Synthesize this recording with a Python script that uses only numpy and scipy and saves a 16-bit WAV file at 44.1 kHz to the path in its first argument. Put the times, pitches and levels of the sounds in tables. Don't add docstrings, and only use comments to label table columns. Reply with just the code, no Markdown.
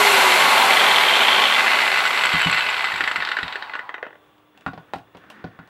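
import sys
import numpy as np
from scipy import signal
from scipy.fft import rfft, irfft
from scipy.io import wavfile
from scipy.ndimage import uniform_filter1d, map_coordinates

SR = 44100
rng = np.random.default_rng(int(sys.argv[2]) if len(sys.argv) > 2 else 0)


def nominal_scale(level):
    x = np.asarray(level, float) / 20
    return 10 ** x


def digitize_waveform(pressure):
    field = np.atleast_2d(pressure).T
    bounded = np.clip(field, -1, 1)
    quanta = np.round(bounded * 32767).astype(np.int16)
    wavfile.write(sys.argv[1], SR, quanta)


N = 250913

# start_s, share_0_to_1
HEAD_TURN = [
    (0, 0.19),
    (1.47, 0.23),
    (1.57, 0.58),
    (5.7, 0.9),
]
# multiple_of_rotor_speed, level_db
BRUSH_OVERTONES = [(36, -14), (48, 2), (72, 0), (96, 3), (120, -1), (144, -2), (168, 0), (192, 0), (216, 0),
                   (240, 0)]
BLADE_TONES = [(29, 0), (39, -10)]

# pitch_hz, level_db
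ROAR_COLOUR = [(41, -58), (70, -37.5), (237, -14.5), (324, -19.5), (399, -7), (449, -10), (749, -1.5),
               (799, -5), (865, 0), (1600, -10), (2080, -29.5), (3520, -120)]
SIDE_COLOUR = [(530, -33), (900, 0.5), (1680, -5.5), (2040, -2.5), (2630, -1), (3260, -4.5), (3760, -5.5),
               (6000, -26.5), (7800, -74.5), (13200, -120)]
HEAD_COLOUR = [(530, -38.5), (900, 2), (1270, -17.5), (1870, -3.5), (2050, -3.5), (2310, -4), (4400, -12),
               (6000, -34), (7800, -50), (13200, -120)]
HISS_COLOUR = [(2530, -31.5), (4300, -0.5), (4740, -11), (5860, -9.5), (6630, -9.5), (7510, -10),
               (8840, -11), (9490, -13.5), (11800, -12), (13800, -16.5), (15700, -31.5)]
BRUSH_COLOUR = [(2500, -30), (4300, -12), (6500, -8), (8500, -11), (10500, -6), (12000, -3), (15500, -5)]
DARK_COLOUR = [(20, -60), (1200, -45), (9000, -45), (16000, -70)]
SNAP_SIDE_COLOUR = [(300, -40), (1000, -9), (1800, -2), (2600, -4), (3300, 0), (4300, -8), (5200, -28),
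                    (9000, -32), (15000, -55)]
SNAP_HEAD_COLOUR = [(300, -40), (900, -7), (1450, 0), (1800, -4), (2700, -4), (3300, -8), (4400, -12),
                    (5200, -30), (15000, -60)]
CLACK_COLOUR = [(150, -72), (250, -40.5), (1470, -1), (1780, -4), (2010, -8), (2310, -19), (3200, -14),
                (3420, -26), (4260, -28), (6500, -42), (8450, -70), (14300, -120)]
THUMP_COLOUR = [(120, -34), (280, -5), (520, 0.5), (850, -4), (1300, -22), (3000, -59)]
TICK_COLOUR = [(1500, -52), (2800, -9.5), (3800, 11.5), (4700, -0.5), (6000, -17), (12000, -43.5),
               (16000, -52)]
ROOM_COLOUR = [(15, -39), (25, -2.5), (71, -26.5), (91, -16.5), (246, -12.5), (297, -10), (457, -7),
               (1140, -11), (2360, -19), (3530, -21), (4500, -34), (13500, -39), (15500, -31.5)]
SLIDE_COLOUR = [(120, -24.5), (200, -3.5), (433, -12), (575, -17.5), (657, -33), (708, -17.5),
                (1300, -11.5), (1810, -12), (7000, -45.5), (9100, -70), (15400, -120)]
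RUMBLE_COLOUR = [(25, -21.5), (60, -6), (110, 1), (170, -4), (260, -27.5), (600, -74)]
MICROPHONE_RANGE = [(15, -30), (45, -4), (80, 0), (15800, 0), (15950, -70)]

# pitch_hz, width_hz, lift_db
SHELL_RINGS = [(379.5, 13, 3), (786, 17, 7), (855, 71, 5), (986, 16, 8.5), (1094, 40, 8.5)]
CASE_SIDE_RINGS = [(1590, 36, 2.6), (1850, 90, 4), (2060, 70, 4), (2330, 55, 5.7), (3190, 100, 3),
                   (3370, 70, 4.4), (4270, 67, 7.3)]
CASE_HEAD_RINGS = [(1290, 60, -6), (1490, 25, 3), (1610, 50, 2.8), (2016, 41, 6), (2595, 54, 3.5),
                   (2764, 94, 3.4), (3010, 49, 4), (4340, 40, 9.5)]
VENT_RINGS = [(7440, 110, 6.3), (7660, 280, 1.5), (8000, 90, 1.7), (10080, 450, 1.7), (11470, 190, 2.1)]
SPINDLE_RINGS = [(7320, 420, 22), (7810, 640, 30.5), (11790, 760, 32)]
UPPER_RINGS = [(3250, 1100, 35), (3165, 110, 13), (3420, 90, 7)]
LOWER_RINGS = [(2040, 550, 24), (2016, 50, 11)]
BEARING_DIP = [(400, 500, -13)]
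SNAP_SIDE_RINGS = [(2000, 150, 4), (3160, 100, 12), (3430, 90, 7)]
SNAP_HEAD_RINGS = [(1480, 150, 4), (2016, 45, 14), (2620, 120, 4)]
CLACK_RINGS = [(1430, 60, 4), (1900, 300, 6), (2014, 70, 4.5), (2550, 530, 6)]
TOOL_RINGS = [(750, 130, 9), (1000, 130, 7), (1110, 50, 7), (1460, 160, 9.5), (1894, 110, 3.6),
              (2550, 66, 3.4), (3770, 76, 2.3)]
SCRAPE_RINGS = [(1500, 150, 6), (1800, 200, 6)]
FAR_FAN_RINGS = [(1130, 150, 4), (2800, 150, 3), (3450, 150, 8)]

# start_s, peak_db
EARLY_SNAPS = [(0.3209, -4), (0.403, -4), (0.422, -4), (0.5775, -4), (0.6193, -5), (0.723, -5),
               (0.7337, -4), (0.7704, -4), (0.7952, -5), (0.804, -4), (0.8174, -4), (0.8403, -4),
               (0.865, -4), (0.8858, -3), (0.9032, -5), (0.9137, -4), (0.9455, -5), (0.9598, -3),
               (0.9836, -4), (1.0092, -3), (1.0218, -6), (1.0348, -4), (1.0515, -5), (1.0655, -5),
               (1.0841, -5), (1.0957, -5), (1.111, -5), (1.1252, -5), (1.1385, -5), (1.1547, -5),
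               (1.1697, -6), (1.1814, -7), (1.1923, -7), (1.2065, -3), (1.22, -7), (1.2335, -2),
               (1.2498, -6), (1.2713, -5), (1.2828, -4), (1.2901, -6), (1.3035, -7), (1.3192, -7),
               (1.329, -6), (1.3471, -3), (1.3625, -4), (1.3789, -5), (1.393, -6), (1.3993, -6),
               (1.4197, -3), (1.439, -2), (1.4548, -3), (1.4694, -8), (1.4828, -7), (1.497, -7),
               (1.512, -7), (1.5244, -6), (1.5392, -7), (1.5471, -6)]
TURNED_SNAPS = [(1.5635, -6), (1.5819, -4), (1.5882, -9), (1.5947, -6), (1.6068, -5), (1.6445, -8),
                (1.6634, -9), (1.6696, -9), (1.6795, -5), (1.6956, -9), (1.7054, -8), (1.7167, -5),
                (1.733, -7), (1.7467, -9), (1.7571, -9), (1.7713, -8), (1.7889, -5), (1.8047, -6),
                (1.8172, -9), (1.8252, -10), (1.8567, -9), (1.8658, -11), (1.8776, -7), (1.9024, -11),
                (1.9171, -7), (1.9269, -9), (1.9408, -7), (1.9593, -7), (1.9736, -7), (1.983, -11),
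                (1.9892, -10), (1.9953, -10), (2.0049, -10), (2.0174, -12), (2.0385, -10), (2.0533, -8),
                (2.0614, -11), (2.0727, -10), (2.1067, -10), (2.13, -11), (2.1463, -11), (2.1614, -10),
                (2.1751, -6), (2.1905, -8), (2.2102, -10), (2.2191, -11), (2.2367, -5), (2.252, -7),
                (2.2678, -7), (2.2919, -8)]
SLOW_SNAPS = [(2.3024, -13), (2.3183, -11), (2.3295, -9), (2.3384, -10), (2.3461, -13), (2.3541, -9),
              (2.3666, -11), (2.3818, -12), (2.3952, -12), (2.4022, -9), (2.415, -7), (2.4292, -12),
              (2.4378, -14), (2.4472, -8), (2.4705, -7), (2.4976, -8), (2.5118, -10), (2.5276, -6),
              (2.5374, -11), (2.5457, -6), (2.5648, -10), (2.574, -9), (2.5809, -9), (2.5924, -8),
              (2.6075, -8), (2.6231, -11), (2.6411, -13), (2.6649, -10), (2.6882, -10), (2.7015, -11),
              (2.712, -14), (2.7272, -13), (2.7334, -17), (2.7429, -10), (2.7672, -12), (2.7778, -12),
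              (2.7931, -12), (2.8081, -12), (2.8241, -13), (2.8426, -9), (2.849, -14), (2.8554, -15),
              (2.871, -15), (2.8861, -14), (2.9013, -16)]
# start_s, peak_db, tooth_tick_db
SINGLE_CLACKS = [(2.919, -7, -12), (2.94, -11, -6), (2.958, -8, -10), (2.979, -10, -7), (3.007, -1, -24),
                 (3.039, -5.5, -6), (3.076, 0, -32), (3.113, -5.5, -11.5), (3.159, -2, -27),
                 (3.203, -8, -11), (3.223, -5.5, -8), (3.25, -11.5, 1), (3.273, -7.5, -9),
                 (3.289, -6.5, -7), (3.316, -5.5, -8), (3.368, -3.5, -11), (3.387, -4, -32),
                 (3.43, -8, -5.5), (3.48, -12, -3.5), (3.525, -13, -1.5), (3.556, -8, -20),
                 (3.624, -12, -6.5), (3.696, -17, -15), (3.736, -12, -11), (3.753, -9.5, -25),
                 (3.792, -10, -28), (3.892, -10.5, -27), (3.942, -12, -17.5), (3.981, -21, -25),
                 (4.028, -11.5, -31)]
# start_s, peak_db
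LAST_CLICKS = [
    (4.053, -24),
    (4.066, -22),
    (4.084, -30),
    (4.106, -31),
    (4.129, -27.5),
    (4.155, -34),
]
# start_s, peak_db, low_push_db
BENCH_THUDS = [
    (2.338, -21.5, -15),
    (2.46, -19, -24),
    (2.529, -36, -15),
    (2.935, -37, -15),
    (3.027, -40, -22),
    (3.179, -38, -12),
    (3.429, -32, -8),
]
# start_s, peak_db, centre_hz, bench_boom_db, tick_db
TOOL_KNOCKS = [(4.38, -54, 1000, -23, 3), (4.575, -47, 1010, -26, 7.5), (4.609, -50, 401, -22, 7),
               (4.6635, -12.5, 1480, -13.5, -21), (4.678, -20.5, 1400, -8.5, -21),
               (4.734, -26, 520, -11, -28.5), (4.777, -27.5, 900, -14, -36), (4.9357, -12.5, 900, -27, -21),
               (4.958, -32, 1060, -1.5, -8), (4.984, -40, 412, -12, -1), (5.027, -51.5, 415, -26, -18),
               (5.149, -32, 643, -9, -33), (5.17, -36, 433, -9.5, -6), (5.239, -37.5, 1650, -26, -19),
               (5.301, -34, 1170, -37, 1), (5.442, -21.5, 620, -5.5, -40), (5.472, -36, 501, -12, -25),
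               (5.59, -27.5, 1520, -9, -30), (5.675, -45, 791, -20, -4)]
# start_s, level_db
TOOL_SLIDE = [
    (4.55, -58.5),
    (5.12, -64),
    (5.2, -54.5),
    (5.4, -48.5),
    (5.5, -56),
    (5.69, -58.5),
]
# start_s, level_db
BENCH_RUMBLE = [
    (2.2, -73),
    (2.52, -58),
    (3.95, -72),
    (5.69, -66),
]
# pitch_hz, level_db, fade_60db_s
BENCH_MODES = [(121.3, -4.5, 0.25), (170, 3, 0.16), (266, -2, 0.19)]
PUSH_MODES = [(54.7, -7.5, 0.057), (90, 2.5, 0.06)]
# pitch_hz, level_db
HUM_TONES = [(301.5, -64.5), (398.4, -73.5), (769.8, -79), (936.7, -83), (1152, -69.5), (2805, -79.5),
             (3418, -83), (15682, -77)]
# pitch_hz, fade_60db_s
ROOM_FADE = [(200, 0.29), (2000, 0.18), (10000, 0.26)]

FULL_SPEED, FRICTION, BEARING_DRAG, FAN_DRAG = 419.14, 65.11, .15042, .00022923
CREEP, STOP_S, SETTLE_S = 2.9, 4.2, 0.024
FAN = (-16, 0.35, 0.08, -5.5)
BEARINGS = (-27, 0.29, .001, -1.5)
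GEARS = (-14.5, 0.44, 0.021, -3.3)
BRUSHES = (-25, 1.87, .001, 0)
# level_db, loss_db per dB of slowing, centre_hz, width_hz, lift_db
UNBALANCE = (-51, .9, 430, 145, 24)
BARS = (-55.5, -.3, 2900, 1200, 19.5)
SLOTS = (-62, -.3, 4000, 900, 18)
OVERTONES = (-47, 1.15, 900, 1700, -12)
FAN_BLADES = (-54, .7, 9400, 3200, 13)
UPPER_SING = (-21, 0, 3150, 1500, 16)
SPINDLE_BUZZ = (-36, -0.3, 124.5, 110, 14)
CLACK_SPINDLE = (-26.5, 0.86, 120, 119.5, 15)
PINION_TEETH, UPPER_SHADED_DB = 13, -12
LOWER_DB, LOWER_FACING_DB, LOWER_FALL = -20.5, 36, 1.35
GRIP_SPEED, HEAD_UP_CALMS = 33, .6
SHAKEN_SHARE, SHAKE_S, CHATTER_FROM_S, SHAKE_GROWS_S = .6, .006, 1.2, .9
SNAP_DB, SNAP_TAIL, SNAP_TAIL_S, SNAP_SPINDLE_DB, SNAP_FACING_DB = -.5, .24, .026, -9, 2
LOW_DB, LOW_RISE_DB, COLOUR_SCATTER_DB, LAST_TICK_DB = -19, 19, 2, -30
KNOCK_T60_S, SOFT_LASTS = 0.044, .03


def unit(x):
    return x / np.sqrt(np.mean(x ** 2) + 1e-20)


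def along(points, hz):
    f, v = np.transpose(points)
    return np.interp(np.log(hz + 1), np.log(f + 1), v)


def curves(rows):
    s, *cols = np.transpose(rows)
    return [np.interp(np.arange(N) / SR, s, c) for c in cols]


def wobble(rate):
    knots = rng.standard_normal(int(N * rate / SR) + 4)
    return map_coordinates(knots, [np.arange(N) * rate / SR])


def body(x, spectrum, modes=()):
    m = 2 ** 14
    hz = np.fft.rfftfreq(m, 1 / SR)
    db = along(spectrum, hz)
    for centre, width, lift in modes:
        db = db + lift / (1 + (2 * (hz - centre) / width) ** 2)
    cep = irfft(np.log(nominal_scale(db) + 1e-6), m)
    cep[1:m // 2] *= 2
    cep[m // 2 + 1:] = 0
    answer = irfft(np.exp(rfft(cep)), m)[:m // 8]
    sound = signal.fftconvolve(np.atleast_2d(x), answer[None], axes=1)
    return sound[:, :x.shape[-1]].reshape(x.shape)


def rotor():
    speeds = np.linspace(FULL_SPEED, 0, 4000)
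    braking = FRICTION + BEARING_DRAG * speeds + FAN_DRAG * speeds ** 2
    reached_s = np.cumsum((speeds[0] - speeds[1]) / braking)
    speed = np.interp(np.arange(N) / SR, reached_s - reached_s[0], speeds)
    return speed, 20 * np.log10((speed + CREEP) / FULL_SPEED)


def passing(multiple, db, fall, centre, width, lift_db):
    speed, slow_db = rotor()
    return db + fall * slow_db + lift_db / (1 + (2 * (multiple * speed - centre) / width) ** 4)


def teeth(per_turn, spread_db):
    hit = rng.random(N) < (per_turn * rotor()[0] + 20) / SR
    blows = hit * nominal_scale(spread_db * np.minimum(rng.exponential(size=N), 3))
    fade = nominal_scale(-60 * np.arange(SR // 50) / SR / 0.0099)
    blows = signal.fftconvolve(blows, fade)[:N] * rng.standard_normal(N)
    return blows / np.sqrt(np.abs(uniform_filter1d(blows ** 2, SR // 4)) + 1e-9)


def grinder(shake):
    speed, slow_db = rotor()
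    up, = curves(HEAD_TURN)
    fan, bearings, gears, brushes = (
        nominal_scale(db + fall * slow_db - bend * slow_db ** 2 + facing_db * up)
        for db, fall, bend, facing_db in (FAN, BEARINGS, GEARS, BRUSHES))
    upper = nominal_scale(passing(PINION_TEETH, *UPPER_SING) + UPPER_SHADED_DB * up ** 2)
    lower = nominal_scale(LOWER_DB + LOWER_FACING_DB * up + LOWER_FALL * slow_db)
    contacts = teeth(per_turn=0.84, spread_db=.3)
    loose = np.clip(speed / 130, .25, 1) * np.clip(1 - HEAD_UP_CALMS * up, 0, 1)
    mesh = .8 * loose * contacts + np.sqrt(1.46 ** 2 + 1 - loose ** 2) * rng.standard_normal(N)

    roar = unit(body(mesh + 1.19 * rng.standard_normal(N), ROAR_COLOUR, SHELL_RINGS))
    whirr = unit(body(0.77 * mesh + rng.standard_normal(N), ROAR_COLOUR, SHELL_RINGS + BEARING_DIP))
    rattle = (1 - up) * unit(body(mesh, SIDE_COLOUR, CASE_SIDE_RINGS))
    rattle += up * unit(body(mesh, HEAD_COLOUR, CASE_HEAD_RINGS))
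    rattle += upper * unit(body(0.3 * contacts + mesh, DARK_COLOUR, UPPER_RINGS))
    rattle += lower / shake * unit(body(mesh, DARK_COLOUR, LOWER_RINGS))
    hiss = unit(body(rng.standard_normal(N) + 0.054 * loose * contacts, HISS_COLOUR, VENT_RINGS))
    buzz = up * nominal_scale(passing(1, *SPINDLE_BUZZ)) * unit(body(contacts, DARK_COLOUR, SPINDLE_RINGS))

    grip = (speed + 1) / np.hypot(speed + 1, GRIP_SPEED)
    swell = nominal_scale(0.19 * wobble(7.7))
    gear_noise = gears * grip * shake * (rattle + shake * buzz)
    moving = swell * (fan * roar + bearings * grip ** .7 * whirr + gear_noise)
    on = np.clip((STOP_S - np.arange(N) / SR) / SETTLE_S, 0, 1)
    return on * (moving + brushes * hiss)


def orders(table, flutter_db):
    speed = rotor()[0]
    turns = np.cumsum(speed) / SR
    total = np.zeros(N)
    for multiple, db in table:
        audible = multiple * speed < .45 * SR
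        level = nominal_scale(db + flutter_db * wobble(25)) * np.sqrt(2)
        total += level * np.sin(2 * np.pi * multiple * turns) * audible
    return total


def whine():
    fading = np.clip(rotor()[0] / 60 - .5, 0, 1)
    shaft = nominal_scale(passing(1, *UNBALANCE)) * orders([(1, 0)], flutter_db=2.5)
    bars = nominal_scale(passing(24, *BARS)) * orders([(24, 0), (23, -12), (25, -12)], flutter_db=3)
    slots = nominal_scale(passing(36, *SLOTS)) * orders([(36, 0)], flutter_db=1.5)
    overtones = nominal_scale(passing(24, *OVERTONES)) * body(orders(BRUSH_OVERTONES, flutter_db=2.5), BRUSH_COLOUR)
    blades = nominal_scale(passing(29, *FAN_BLADES)) * orders(BLADE_TONES, flutter_db=3)
    return fading * (shaft + bars + slots + overtones + blades)


def quiet():
    t = np.arange(N) / SR
    tones = sum(nominal_scale(db + 1 + wobble(5)) * np.sin(2 * np.pi * hz * t) for hz, db in HUM_TONES)
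    return nominal_scale(-58.0 + wobble(5.4)) * unit(body(rng.standard_normal(N), ROOM_COLOUR, FAR_FAN_RINGS)) + tones


def burst(t60, rise=0.00069, count=1, crack=0):
    t = np.arange(SR // 12) / SR
    blows = rng.standard_normal((count, len(t))) * nominal_scale(-60 * t / t60) * (1 - np.exp(-t / rise))
    return blows + crack * (np.arange(len(t)) == 0)


def struck(blows, spectrum, modes=()):
    sound = body(blows, spectrum, modes)
    return sound / np.abs(sound).max(axis=1, keepdims=True)


def add(track, s, sound):
    track[round(s * SR):][:len(sound)] += sound


def snaps():
    rows = np.r_[EARLY_SNAPS, TURNED_SNAPS, SLOW_SNAPS]
    n = len(rows)
    up, = curves(HEAD_TURN)
    blows = SNAP_TAIL * burst(SNAP_TAIL_S, rise=.0004, count=n) + .5 * burst(.003, crack=4, count=n)
    side = struck(blows, SNAP_SIDE_COLOUR, SNAP_SIDE_RINGS)
    head = struck(blows, SNAP_HEAD_COLOUR, SNAP_HEAD_RINGS)
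    spindle = struck(burst(.008, count=n), DARK_COLOUR, SPINDLE_RINGS)
    spindle_db = passing(0.96, *CLACK_SPINDLE) + SNAP_SPINDLE_DB
    chance_db = 3 * rng.standard_normal(n)
    track = np.zeros(N + SR)
    for k, (s, db) in enumerate(rows):
        i = round(s * SR)
        case = nominal_scale(SNAP_FACING_DB) * head[k] if up[i] > .5 else side[k]
        add(track, s, nominal_scale(db + SNAP_DB) * (case + nominal_scale(spindle_db[i] + chance_db[k]) * spindle[k]))
    return track[:N]


def shaken(blows):
    size = round(SHAKE_S * SR)
    quick = np.abs(uniform_filter1d(blows ** 2, size, origin=size // 2 - 1))
    ratio = quick / (np.abs(uniform_filter1d(quick, SR // 5)) + 1e-9)
    share = SHAKEN_SHARE * np.clip((np.arange(N) / SR - CHATTER_FROM_S) / SHAKE_GROWS_S, 0, 1)
    return np.sqrt(1 - share + share * np.minimum(ratio, 4))


def workshop(x):
    hz, t, z = signal.stft(rng.standard_normal(SR // 2), SR, nperseg=256)
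    fade = nominal_scale(-60 * t / along(ROOM_FADE, hz)[:, None])
    tail = signal.istft(z * fade, SR, nperseg=256)[1]
    return signal.fftconvolve(np.pad(x, (200, 0)), tail / np.linalg.norm(tail))[:N]


def drag():
    slide_db, = curves([(TOOL_SLIDE[0][0] - .03, -90)] + list(TOOL_SLIDE))
    rumble_db, = curves([(BENCH_RUMBLE[0][0] - .05, -90)] + list(BENCH_RUMBLE))
    slide = unit(body(rng.standard_normal(N), SLIDE_COLOUR, SCRAPE_RINGS))
    rumble = unit(body(rng.standard_normal(N), RUMBLE_COLOUR))
    return nominal_scale(slide_db + 2.2 * wobble(40)) * slide + nominal_scale(rumble_db + 1.1 * wobble(11)) * rumble


def ring(modes, stretch=1, scatter_db=3):
    t = np.arange(SR // 4) / SR
    return sum(nominal_scale(db + scatter_db * rng.normal() - 60 * t / (t60 * stretch)) * np.sin(2 * np.pi * hz * t)
               for hz, db, t60 in modes)


def bench():
    top = np.zeros(N + SR)
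    soft = 1 - np.exp(-np.arange(SR // 4) / SR / 0.0019)
    for s, db, push_db in BENCH_THUDS:
        add(top, s, nominal_scale(db + push_db + 6.5) * soft * ring(PUSH_MODES, scatter_db=4.0))
        add(top, s, nominal_scale(db - 3.5) * soft * ring(BENCH_MODES, stretch=.85, scatter_db=1.5))

    n = len(TOOL_KNOCKS)
    tick_colour = [(1200, -22), (2800, 15.5), (3700, 5), (5000, -0.5), (9000, -9.0), (16000, -18)]
    ticks = struck(burst(0.0079, count=n) + 0.11 * burst(0.097, count=n), tick_colour)
    for tick, (s, db, hz, boom_db, tick_db) in zip(ticks, TOOL_KNOCKS):
        t60 = KNOCK_T60_S * (1 + abs(SOFT_LASTS * (db + 9)))
        colour = [(100, -45), (0.13 * hz, -9), (hz, 0), (1.22 * hz, -6), (4500, -24), (9000, -55)]
        knock = struck(burst(t60, rise=0.00078, crack=9), colour, TOOL_RINGS)[0]
        add(top, s, nominal_scale(db - 0.9) * knock)
        add(top, s, nominal_scale(db + boom_db - 2.0) * soft * ring(BENCH_MODES, stretch=.8, scatter_db=1.8))
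        add(top, s, nominal_scale(db + tick_db - 0.5) * tick)
    return top[:N]


def clacks():
    rows = list(SINGLE_CLACKS) + [(s, db, LAST_TICK_DB) for s, db in LAST_CLICKS]
    n = len(rows)
    speed, spindle_db = rotor()[0], passing(0.96, *CLACK_SPINDLE)
    blows = burst(0.014, rise=0.00041, count=n, crack=3.8) + 0.37 * burst(0.049, rise=0.0034, count=n)
    case = struck(blows, CLACK_COLOUR, CLACK_RINGS)
    shell = struck(blows, THUMP_COLOUR)
    tick = struck(blows, TICK_COLOUR)
    spindle = struck(burst(0.0072, count=n), DARK_COLOUR, SPINDLE_RINGS)
    chance_db = COLOUR_SCATTER_DB * rng.standard_normal((n, 2))
    track = np.zeros(N + SR)
    for k, (s, db, tick_db) in enumerate(rows):
        i = round(s * SR)
        low_db = LOW_DB + LOW_RISE_DB * np.exp(-speed[i] / 15) + chance_db[k, 0]
        clack = case[k] + nominal_scale(low_db) * shell[k] + nominal_scale(tick_db - 2) * tick[k]
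        clack += nominal_scale(spindle_db[i] + chance_db[k, 1]) * spindle[k]
        add(track, s, nominal_scale(db - 6.2) * clack)
    return track[:N]


def scene():
    gear_hits = clacks() + snaps()
    hits = gear_hits + bench()
    machine = grinder(shaken(gear_hits)) + whine()
    mono = machine + hits + nominal_scale(-8.0) * workshop(hits) + drag() + quiet()
    return np.array([mono, mono])


def top_cut(x):
    return signal.sosfilt(signal.butter(12, 15950, fs=SR, output="sos"), x)


def record(dry):
    heard = body(dry, MICROPHONE_RANGE)
    heard = heard / (1 + np.abs(heard / .97) ** 6) ** (1 / 6)
    return top_cut(heard)


dry = scene()
out = record(dry)
digitize_waveform(out)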